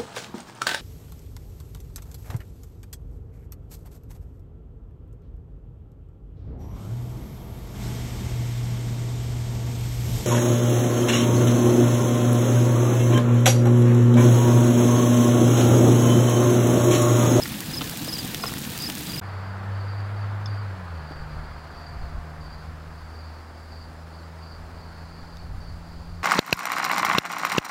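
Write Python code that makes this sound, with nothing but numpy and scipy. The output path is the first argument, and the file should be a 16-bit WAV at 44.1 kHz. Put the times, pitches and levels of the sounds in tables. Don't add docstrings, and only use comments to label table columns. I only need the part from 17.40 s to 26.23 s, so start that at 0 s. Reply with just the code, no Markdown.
import sys
import numpy as np
from scipy import signal
from scipy.io import wavfile
from scipy.ndimage import uniform_filter1d

SR = 44100
rng = np.random.default_rng(int(sys.argv[2]) if len(sys.argv) > 2 else 0)


def waveform_to_disk(signal):
    frames = np.transpose(np.atleast_2d(signal))
    scaled = np.clip(frames, -1, 1) * 32767
    samples = np.round(scaled).astype(np.int16)
    wavfile.write(sys.argv[1], SR, samples)


def volts_from_decibels(level):
    exponent = np.asarray(level, float) / 20
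    return 10 ** exponent


N = 389395

GRILL_END_S, YARD_START_S = 1.8008, 1.8118
# f/Hz, density/dB
AIR_COLOR = [(120, -34), (200, -1), (456, -5.5), (763, -3), (1320, -7.5), (3130, -22), (3760, -21.5),
             (4600, -17), (5630, -25.5), (14600, -35.5), (16000, -35.5)]
# f/Hz, density/dB
ROAD_COLOR = [(59, -39), (100, -8.5), (124, -6), (147, -30.5), (207, -26), (249, -29), (498, -23.5),
              (1280, -20), (1660, -23.5), (2680, -37), (4000, -43), (5200, -81.5), (8800, -120)]
# t/s, level/dB
ROAD_LEVEL = [
    (1.82, -42),
    (2.89, -42.5),
    (6.12, -52),
    (6.25, -55),
    (7.54, -51.5),
    (8.79, -63),
    (8.83, -56),
]
# f/Hz, density/dB
WIND_COLOR = [(15, -3.5), (30, 2.5), (50, 2), (100, -6), (160, -20), (300, -30.5), (600, -55)]
# peak t/s, peak level/dB, time to fall by PUFF_FALL_DB/s
GUSTS = [(1.82, -51, .2), (3.5, -50.5, 0.04), (3.82, -38.5, 0.1546), (3.98, -36.5, 0.15),
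         (4.12, -42.5, 0.15), (4.36, -45.5, 0.12), (4.62, -33.5, 0.1554), (4.775, -31.5, 0.06),
         (5.03, -39, 0.1332), (5.13, -43.5, .2), (5.3, -42.5, 0.17), (5.51, -46.5, 0.25),
         (5.64, -48.5, 0.3), (6.45, -51, 0.7), (7.21, -45, .2), (7.38, -48.5, 0.63), (7.62, -49, 0.5),
         (7.83, -43.5, 0.1), (7.96, -42.5, 0.14), (8.14, -36, .25), (8.32, -38.5, 0.22),
         (8.57, -40.5, 0.21), (8.71, -40, 0.22)]
PUFF_FALL_DB, CALM_DB = 19.5, -59
# middle t/s, length/s, low singers' drop/dB, middle singers' drop/dB
LULLS = [(2.27, .3, 5, 18), (2.72, 0.19, 11.5, 14.5), (2.97, .22, 10.5, 16.5), (3.38, 0.35, 0, 16),
         (4.9, 0.4995, 26, 11.5), (5.4, 0.3584, 22, 22), (5.7, 0.293, 14, 1), (6.15, 0.415, 23, 5),
         (6.58, .3, 20.5, 25), (6.93, .18, 20, 14.5), (7.25, .2, 5, 14), (8.15, 0.2016, 12.5, 20),
         (8.39, .16, 20.5, 5.5), (8.799, 0.295, 10, 2.5)]
# t/s, peak level/dB, f/Hz of the loud first half
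YARD_STROKES = [(1.935, -52, 4620), (1.998, -52, 4590), (2.105, -54, 4680), (2.349, -48, 4590),
                (2.397, -48, 4610), (2.484, -45, 4680), (2.527, -46, 4690), (2.576, -45, 4650),
                (2.602, -49, 4740), (2.644, -55, 4730), (2.770, -49, 4600), (2.814, -49, 4620),
                (3.072, -45, 4690), (3.108, -45, 4680), (3.148, -46, 4660), (3.189, -48, 4680),
                (3.552, -52, 4610), (3.675, -46, 4670), (3.719, -45, 4680), (3.769, -46, 4670),
                (4.347, -51, 4560), (4.372, -46, 4670), (4.416, -46, 4670), (4.466, -44, 4690),
                (4.525, -53, 4730), (5.013, -45, 4680), (5.049, -50, 4630), (5.061, -46, 4690),
                (5.082, -50, 4700), (5.107, -47, 4700), (5.129, -48, 4740), (5.581, -54, 4550),
                (5.626, -54, 4620), (5.699, -54, 4570), (5.744, -46, 4670), (5.792, -46, 4690),
                (5.842, -46, 4680), (5.960, -53, 4560), (6.173, -54, 4690), (6.222, -54, 4650),
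                (6.318, -45, 4670), (6.363, -45, 4700), (6.412, -45, 4700), (6.735, -54, 4590),
                (6.785, -51, 4560), (7.027, -45, 4680), (7.073, -47, 4680), (7.121, -45, 4680),
                (7.149, -52, 4750), (7.429, -53, 4530), (7.722, -52, 4580), (7.776, -50, 4600),
                (7.809, -52, 4580), (7.929, -51, 4620), (7.986, -50, 4480), (8.208, -48, 4640),
                (8.249, -48, 4630), (8.287, -48, 4610)]
# t/s, thud level/dB, crack level/dB, spray level/dB, thud f/Hz
TICKS = [
    (1.917, -81, -70, -55, 900),
    (3.059, -80, -60, -50, 901),
    (3.097, -80, -71, -55, 901),
    (3.16, -73, -70, -56, 900),
    (3.709, -31.5, -60, -60, 306),
    (3.7205, -29, -37, -41.5, 798),
    (3.896, -80, -60, -54, 900),
    (7.9703, -60, -55, -40, 3740),
]
# f/Hz, level/dB, t60/s
CLINK_MODES = [(3517, -10, 0.0454), (5210, -1, 0.027), (5080, -8, .015), (5420, -16, .04),
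               (6400, -16.5, 0.0275)]
# f/Hz, level/dB, t60/s
SNAP_MODES = [(3800, 0, .009), (4600, -3, .007), (5400, -2, .007), (2900, -6, .006), (6400, -3, .005),
              (10300, -7, .003)]
# t/s, firing rate f/Hz, first order level/dB, second order level/dB
ENGINE = [(1.82, 95.3, -35, -48), (1.92, 95.98, -32, -54), (2.15, 97.17, -32.5, -43),
          (2.56, 100.3, -28.5, -56), (2.76, 101.1, -30, -49.5), (3.21, 101.9, -28.5, -54.5),
          (3.4, 90.63, -37.5, -43.5), (3.52, 84, -34.5, -53), (3.65, 76.42, -39, -44),
          (3.93, 75.7, -43, -42), (4.32, 76.7, -44.5, -51), (4.75, 77.4, -39, -46),
          (5.55, 79.12, -43.5, -45.5), (5.74, 78.9, -40, -56), (6.12, 80.19, -42, -64.5),
          (6.47, 80.48, -41, -52.5), (8.63, 84.14, -46, -45.5), (8.83, 83.95, -39, -44)]
# t/s, level/dB
WHINE_LEVEL = [
    (3.9, -80.5),
    (4.15, -57),
    (4.4, -52.5),
    (5.0, -53.5),
    (5.4, -79.5),
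]
# middle stroke t/s, peak level/dB, f/Hz, wait for the last stroke/s
NEAR_CHIRPS = [
    (-.022, -28, 4983, 0.0371),
    (.3315, -27.5, 4970, 0.035),
    (.682, -27.5, 4978, .041),
    (.746, -28.5, 4748, 0.0365),
    (1.019, -29, 4993, .041),
    (1.399, -29, 4738, 0.0327),
    (1.418, -30, 4980, .039),
    (1.692, -31.5, 4754, .039),
    (1.774, -29.5, 4937, .037),
]
# level below peak/dB, pitch shift/Hz, pitch fall/Hz, length/s
CHIRP_SHAPE = [
    (-11, -80.5, 280, 0.0198),
    (-2, -1.5, 647, 0.02625),
    (0, 58.5, 576, 0.0301),
]
# f/Hz, density/dB
BURNER_COLOR = [(15, -44), (25, -11), (59, -11), (123, -1.5), (155, -0.5), (325, -6.5), (406, -27),
                (474, -18.5), (600, -26.5), (700, -23.5), (910, -32.5), (1540, -120)]
# t/s, level/dB
FLAME_LEVEL = [
    (0.0, -37),
    (0.19, -38),
    (0.42, -34),
    (0.546, -42.5),
    (0.586, -36),
    (1.724, -38.5),
    (1.774, -31.5),
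    (1.8, -42.5),
]
# f/Hz, density/dB
SIZZLE_COLOR = [(240, -29), (400, 5), (579, -4.5), (753, 1), (826, -1), (1420, -2.5), (1760, 1),
                (2020, -3.5), (3870, -0.5), (5350, -5), (9610, -8), (13500, -6), (16000, -7)]
# t/s, thud level/dB, crack
# level/dB, spray level/dB, thud f/Hz
POPS = [(.0571, -19.5, -24, -42, 2030), (.0606, -25, -32.5, -20, 1640), (.2059, -57, -29, -13.5, 1670),
        (.4098, -35.5, -18.5, -60, 1150), (.4122, -21, -33, -59, 1210), (.4171, -36.5, -17, -43, 1210),
        (.419, -25, -20.5, -60, 1240), (.4968, -42.5, -29.5, -13.5, 935), (.9467, -38, -14.5, -10.5, 2070),
        (1.0358, -27, -22, -39.5, 1210), (1.0386, -14.5, -36, -48, 1144), (1.0414, -19, -24, -22, 1100),
        (1.0435, -25.5, -30, -27.5, 489), (1.0573, -23, -35.5, -43, 1140),
        (1.0654, -30.5, -34.5, -19.5, 472), (1.0779, -33, -40, -24.5, 476),
        (1.0814, -32, -46, -14.5, 1120), (1.0856, -33, -34.5, -26, 1230),
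        (1.1389, -23.5, -37, -14.5, 1970), (1.1724, -27.5, -29.5, -34.5, 1940),
        (1.3023, -35, -36.5, -18, 446), (1.5005, -35, -16, -11, 689.5), (1.5532, -43, -30, -13, 1840),
        (0.422, -30.5, -28, -60, 480),
    (.537, -30.5, -60, -60, 700),
    (.678, -26.5, -60, -60, 529),
    (.999, -30, -33.5, -40, 1200),
    (1.0945, -29, -25, -24, 1500),
    (1.122, -30, -60, -60, 1120),
    (1.275, -32, -59, -60, 963),
]
# t/s, crack level/dB, spray level/dB
DROPLETS = [(.036, -30.5, -11), (.0788, -43, -16.5), (.093, -30.5, -27.5), (.1424, -28, -37),
            (.3927, -36, -30), (.459, -29.5, -27), (0.4753, -22, -25.5), (0.5125, -44.5, -19),
            (.5736, -36, -14), (.6175, -37.5, -21), (0.6477, -47, -14.5), (.6749, -44, -17),
            (.74, -47, -17), (.7837, -30, -17.5), (.7879, -33, -15.5), (.8491, -52, -16.5),
            (0.8563, -34, -19), (.8776, -43.5, -16.5), (1.1587, -31.5, -26), (1.183, -36, -20),
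            (1.1894, -51, -21), (1.2246, -60, -17), (1.3198, -43.5, -18.5), (1.3777, -38.5, -12.5),
            (1.3893, -30, -16), (1.4224, -54, -14.5), (1.671, -53, -18.5), (1.72, -32.5, -16.5),
            (1.7954, -39, -14.5)]
# t/s, thud level/dB, crack level/dB, spray level/dB, thud f/Hz
FAINT_SPITS = [
    (.4435, -60, -30, -22, 1000),
    (.584, -60, -29, -24, 1000),
    (1.0885, -28, -40, -40, 2300),
    (1.4905, -28, -36, -30, 900),
    (1.5735, -36, -27, -21, 1900),
    (1.761, -60, -32, -21, 1000),
    (1.7915, -60, -34, -20, 1000),
]


def evened(x):
    return x / np.sqrt(np.mean(x ** 2) + 1e-20)


def wander(samples):
    drift = uniform_filter1d(rng.standard_normal(N), size=samples)
    return evened(uniform_filter1d(drift, size=samples))


def columns(rows):
    s, *values = np.transpose(rows)
    return [np.interp(np.arange(N) / SR, s, v) for v in values]


def add(mix, s, sound):
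    part = mix[max(round(s * SR), 0):][:len(sound)]
    part += sound[:len(part)]


def noise(color, patchy_db, flicker_db, size=1024):
    hz = np.fft.rfftfreq(size, 1 / SR)
    real, imag, patches = rng.standard_normal((N * 4 // size + 6, len(hz), 3)).T
    flicker = evened(uniform_filter1d(patches[0], size=3))
    patches = uniform_filter1d(patches, size=9, axis=0)
    patches = evened(uniform_filter1d(patches, size=9, axis=1))
    f, db = np.transpose(color)
    color_db = np.interp(np.log(hz + 1), np.log(f + 1), db, left=-90, right=-90)
    gain = volts_from_decibels(color_db[:, None] + patchy_db * patches + flicker_db * flicker)
    spectra = (real + 1j * imag) * gain
    return evened(signal.istft(spectra, nperseg=size, noverlap=size * 3 // 4)[1][:N])


def steadied(x, share, size):
    power = uniform_filter1d(x ** 2, size)
    return evened(x / (power + .03) ** (share / 2))


def echoes(x, t60):
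    at = np.arange(60, SR // 4, 20)
    taps = np.zeros(SR // 4 + 20)
    places = at + rng.integers(0, 20, len(at))
    taps[places] = rng.choice([-1., 1.], len(at)) * volts_from_decibels(-60 * at / SR / t60)
    return signal.oaconvolve(x, taps / np.linalg.norm(taps))[:N]


def ring(hz, cycles, size=300):
    turns = np.arange(size) * hz / SR
    envelope = np.minimum(turns / 0.533, 1) * np.exp(-turns / cycles)
    wave = envelope * np.sin(2 * np.pi * turns)
    return wave / abs(wave).max()


def bursts(rows):
    out = np.zeros(N)
    for (s, thud_db, crack_db, spray_db, hz), (a, b, c) in zip(rows, rng.random((len(rows), 3))):
        thud = volts_from_decibels(thud_db) * (ring(hz, 1.3) + .5 * ring(2.1 * hz, 1.3))
        crack = volts_from_decibels(crack_db) * ring(3000 + 700 * a, 1.)
        edge = volts_from_decibels((crack_db + spray_db) / 2) * ring(5000 + 800 * b, 1.)
        spray = volts_from_decibels(spray_db - 3) * (ring(7500 + 1500 * b, .9) + .9 * ring(12000 + 2500 * c, 1.1))
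        add(out, s - .0003, thud + crack + edge + spray)
    return out


def wing_stroke(hz, fall_hz, length):
    u = np.arange(round(length * SR)) / (length * SR)
    slope = np.clip(np.minimum(u / .22, (1 - u) / .5), 0, 1)
    pitch = hz - fall_hz * (u ** 1.8 - .3)
    return np.sin(np.pi / 2 * slope) ** 2 * np.sin(2 * np.pi * np.cumsum(pitch) / SR)


def crickets(strokes, t60, wet_db, flutter_db):
    out = np.zeros(N)
    for s, db, *shape in strokes:
        add(out, s, volts_from_decibels(db) * wing_stroke(*shape))
    flutter = volts_from_decibels(flutter_db * wander(60))
    scatter = echoes(out * flutter[::-1], t60)
    return flutter * (out + volts_from_decibels(wet_db) * scatter)


def air():
    return volts_from_decibels(-48.5) * noise(AIR_COLOR, 0.72, 0.59)


def road_wash():
    return volts_from_decibels(columns(ROAD_LEVEL)[0] + 2.0) * noise(ROAD_COLOR, 0.63, 0.2)


def gusts():
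    t = np.arange(N) / SR
    puffs_db = [db - PUFF_FALL_DB * abs(t - s) / fall for s, db, fall in GUSTS]
    level_db = np.maximum(np.max(puffs_db, axis=0), CALM_DB)
    return volts_from_decibels(level_db + 4) * steadied(noise(WIND_COLOR, 1.43, 1.02, size=2048), 0.98, size=2500)


def lull_db(column):
    t = np.arange(N) / SR
    return sum(row[column] * np.clip(1 - 2 * abs(t - row[0]) / row[1], 0, 1) for row in LULLS)


def far_chorus():
    out = np.zeros(N)
    groups = [(-63.5 - lull_db(column=2), 4330, 200), (-61 - lull_db(column=3), 4640, 190),
              (-70, 5020, 150), (-77, 7250, 300)]
    every_s = .012
    for level_db, hz, spread_hz in groups:
        strokes = np.zeros(N)
        starts = np.arange(YARD_START_S, N / SR, every_s)
        for s, (late, pitch, size) in zip(starts, rng.random((N // 100, 3))):
            sound = wing_stroke(hz + spread_hz * (2 * pitch - 1), 382, 0.02202)
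            add(strokes, s + every_s * late, volts_from_decibels(5 * size) * sound)
        out += volts_from_decibels(level_db - 1.5) * evened(1.06 * strokes + echoes(strokes, 0.15))
    return out


def yard_crickets():
    rise_s, direct_db, shift_hz, fall_hz, length_s = .007, -5, -40, 330, .032
    strokes = [(s - rise_s, db + direct_db, hz + shift_hz, fall_hz, length_s) for s, db, hz in YARD_STROKES]
    return crickets(strokes, t60=.2, wet_db=-1.5, flutter_db=2.5)


def clink(start, level_db, modes, rise):
    t, out = np.arange(3000) / SR, np.zeros(N)
    rings = sum(volts_from_decibels(level_db + db - 60 * t / t60) * np.sin(2 * np.pi * hz * t) for hz, db, t60 in modes)
    add(out, start, rings * (1 - np.exp(-(t / rise) ** 2)))
    return out


def small_objects():
    rings = clink(3.0588, -26, CLINK_MODES, .00067) + clink(7.97, -35, SNAP_MODES, .0003)
    return bursts(TICKS) + rings


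def engine():
    hz, *orders_db = columns(ENGINE)
    turns = np.cumsum(hz) / SR
    third_db = -61 - 0.4 * (hz - 80)
    out = np.zeros(N)
    for order, db in enumerate([*orders_db, third_db], start=1):
        waver = wander(3000)
        tone = np.sin(2 * np.pi * (order * turns + 0.026 * waver))
        out += np.sqrt(2) * volts_from_decibels(db + 1.12 * waver) * tone
    whine = volts_from_decibels(columns(WHINE_LEVEL)[0]) * np.sin(2 * np.pi * 9 * turns)
    return out + whine


def yard():
    ambience = air() + road_wash() + gusts()
    singers = far_chorus() + yard_crickets()
    return ambience + singers + small_objects() + engine()


def near_crickets():
    lead_s = .033
    strokes = []
    for s, db, hz, wait in NEAR_CHIRPS:
        for late, (below_db, shift_hz, fall_hz, length) in zip((-lead_s, 0, wait), CHIRP_SHAPE):
            if s + late > 0:
                strokes.append((s + late, db + below_db, hz + shift_hz, fall_hz, length))
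    return crickets(strokes, t60=.07, wet_db=-12, flutter_db=1.2)


def flame_roar():
    roar = steadied(noise(BURNER_COLOR, 1.48, 0.92, size=2048), 0.24, size=3000)
    return volts_from_decibels(columns(FLAME_LEVEL)[0] + 1.5) * roar


def crackle(per_s=900, spread_db=5.2):
    out, span = np.zeros(N), 2 * SR
    for hz in np.linspace(2500, 15000, num=12):
        size = volts_from_decibels(spread_db * np.minimum(rng.exponential(1, span), 3))
        hits = size * (rng.random(span) < per_s / 12 / SR)
        add(out, 0, signal.oaconvolve(hits, ring(hz, 1.1)))
    return out / np.std(out[:span])


def sizzle():
    hiss = noise(SIZZLE_COLOR, 1.1, 1.1, size=512)
    return volts_from_decibels(-40.5 + 3.2) * (hiss + volts_from_decibels(-6.5) * crackle())


def spitting_fat():
    droplets = [(s, -np.inf, crack_db, spray_db, 1000) for s, crack_db, spray_db in DROPLETS]
    spits = bursts(POPS + droplets)
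    return spits + volts_from_decibels(-8) * echoes(spits, .025) + bursts(FAINT_SPITS)


def grill():
    return near_crickets() + flame_roar() + sizzle() + spitting_fat()


def scene():
    t = np.arange(N) / SR
    grill_gate = np.clip((GRILL_END_S - t) / 0.00076, 0, 1)
    yard_gate = np.clip((t - YARD_START_S) / 0.0034, 0, 1)
    return (grill_gate * grill() + yard_gate * yard())[None]


def roll_off(x):
    return signal.sosfilt(signal.butter(12, 16830, fs=SR, output="sos"), x)


def record(dry):
    dithered = dry + volts_from_decibels(-117) * rng.standard_normal(dry.shape)
    lowpass = signal.firwin(511, 15900, window=("kaiser", 9), fs=SR)
    limited = signal.oaconvolve(dithered, lowpass[None], "same")
    return roll_off(limited)


dry = scene()
out = record(dry)
waveform_to_disk(out)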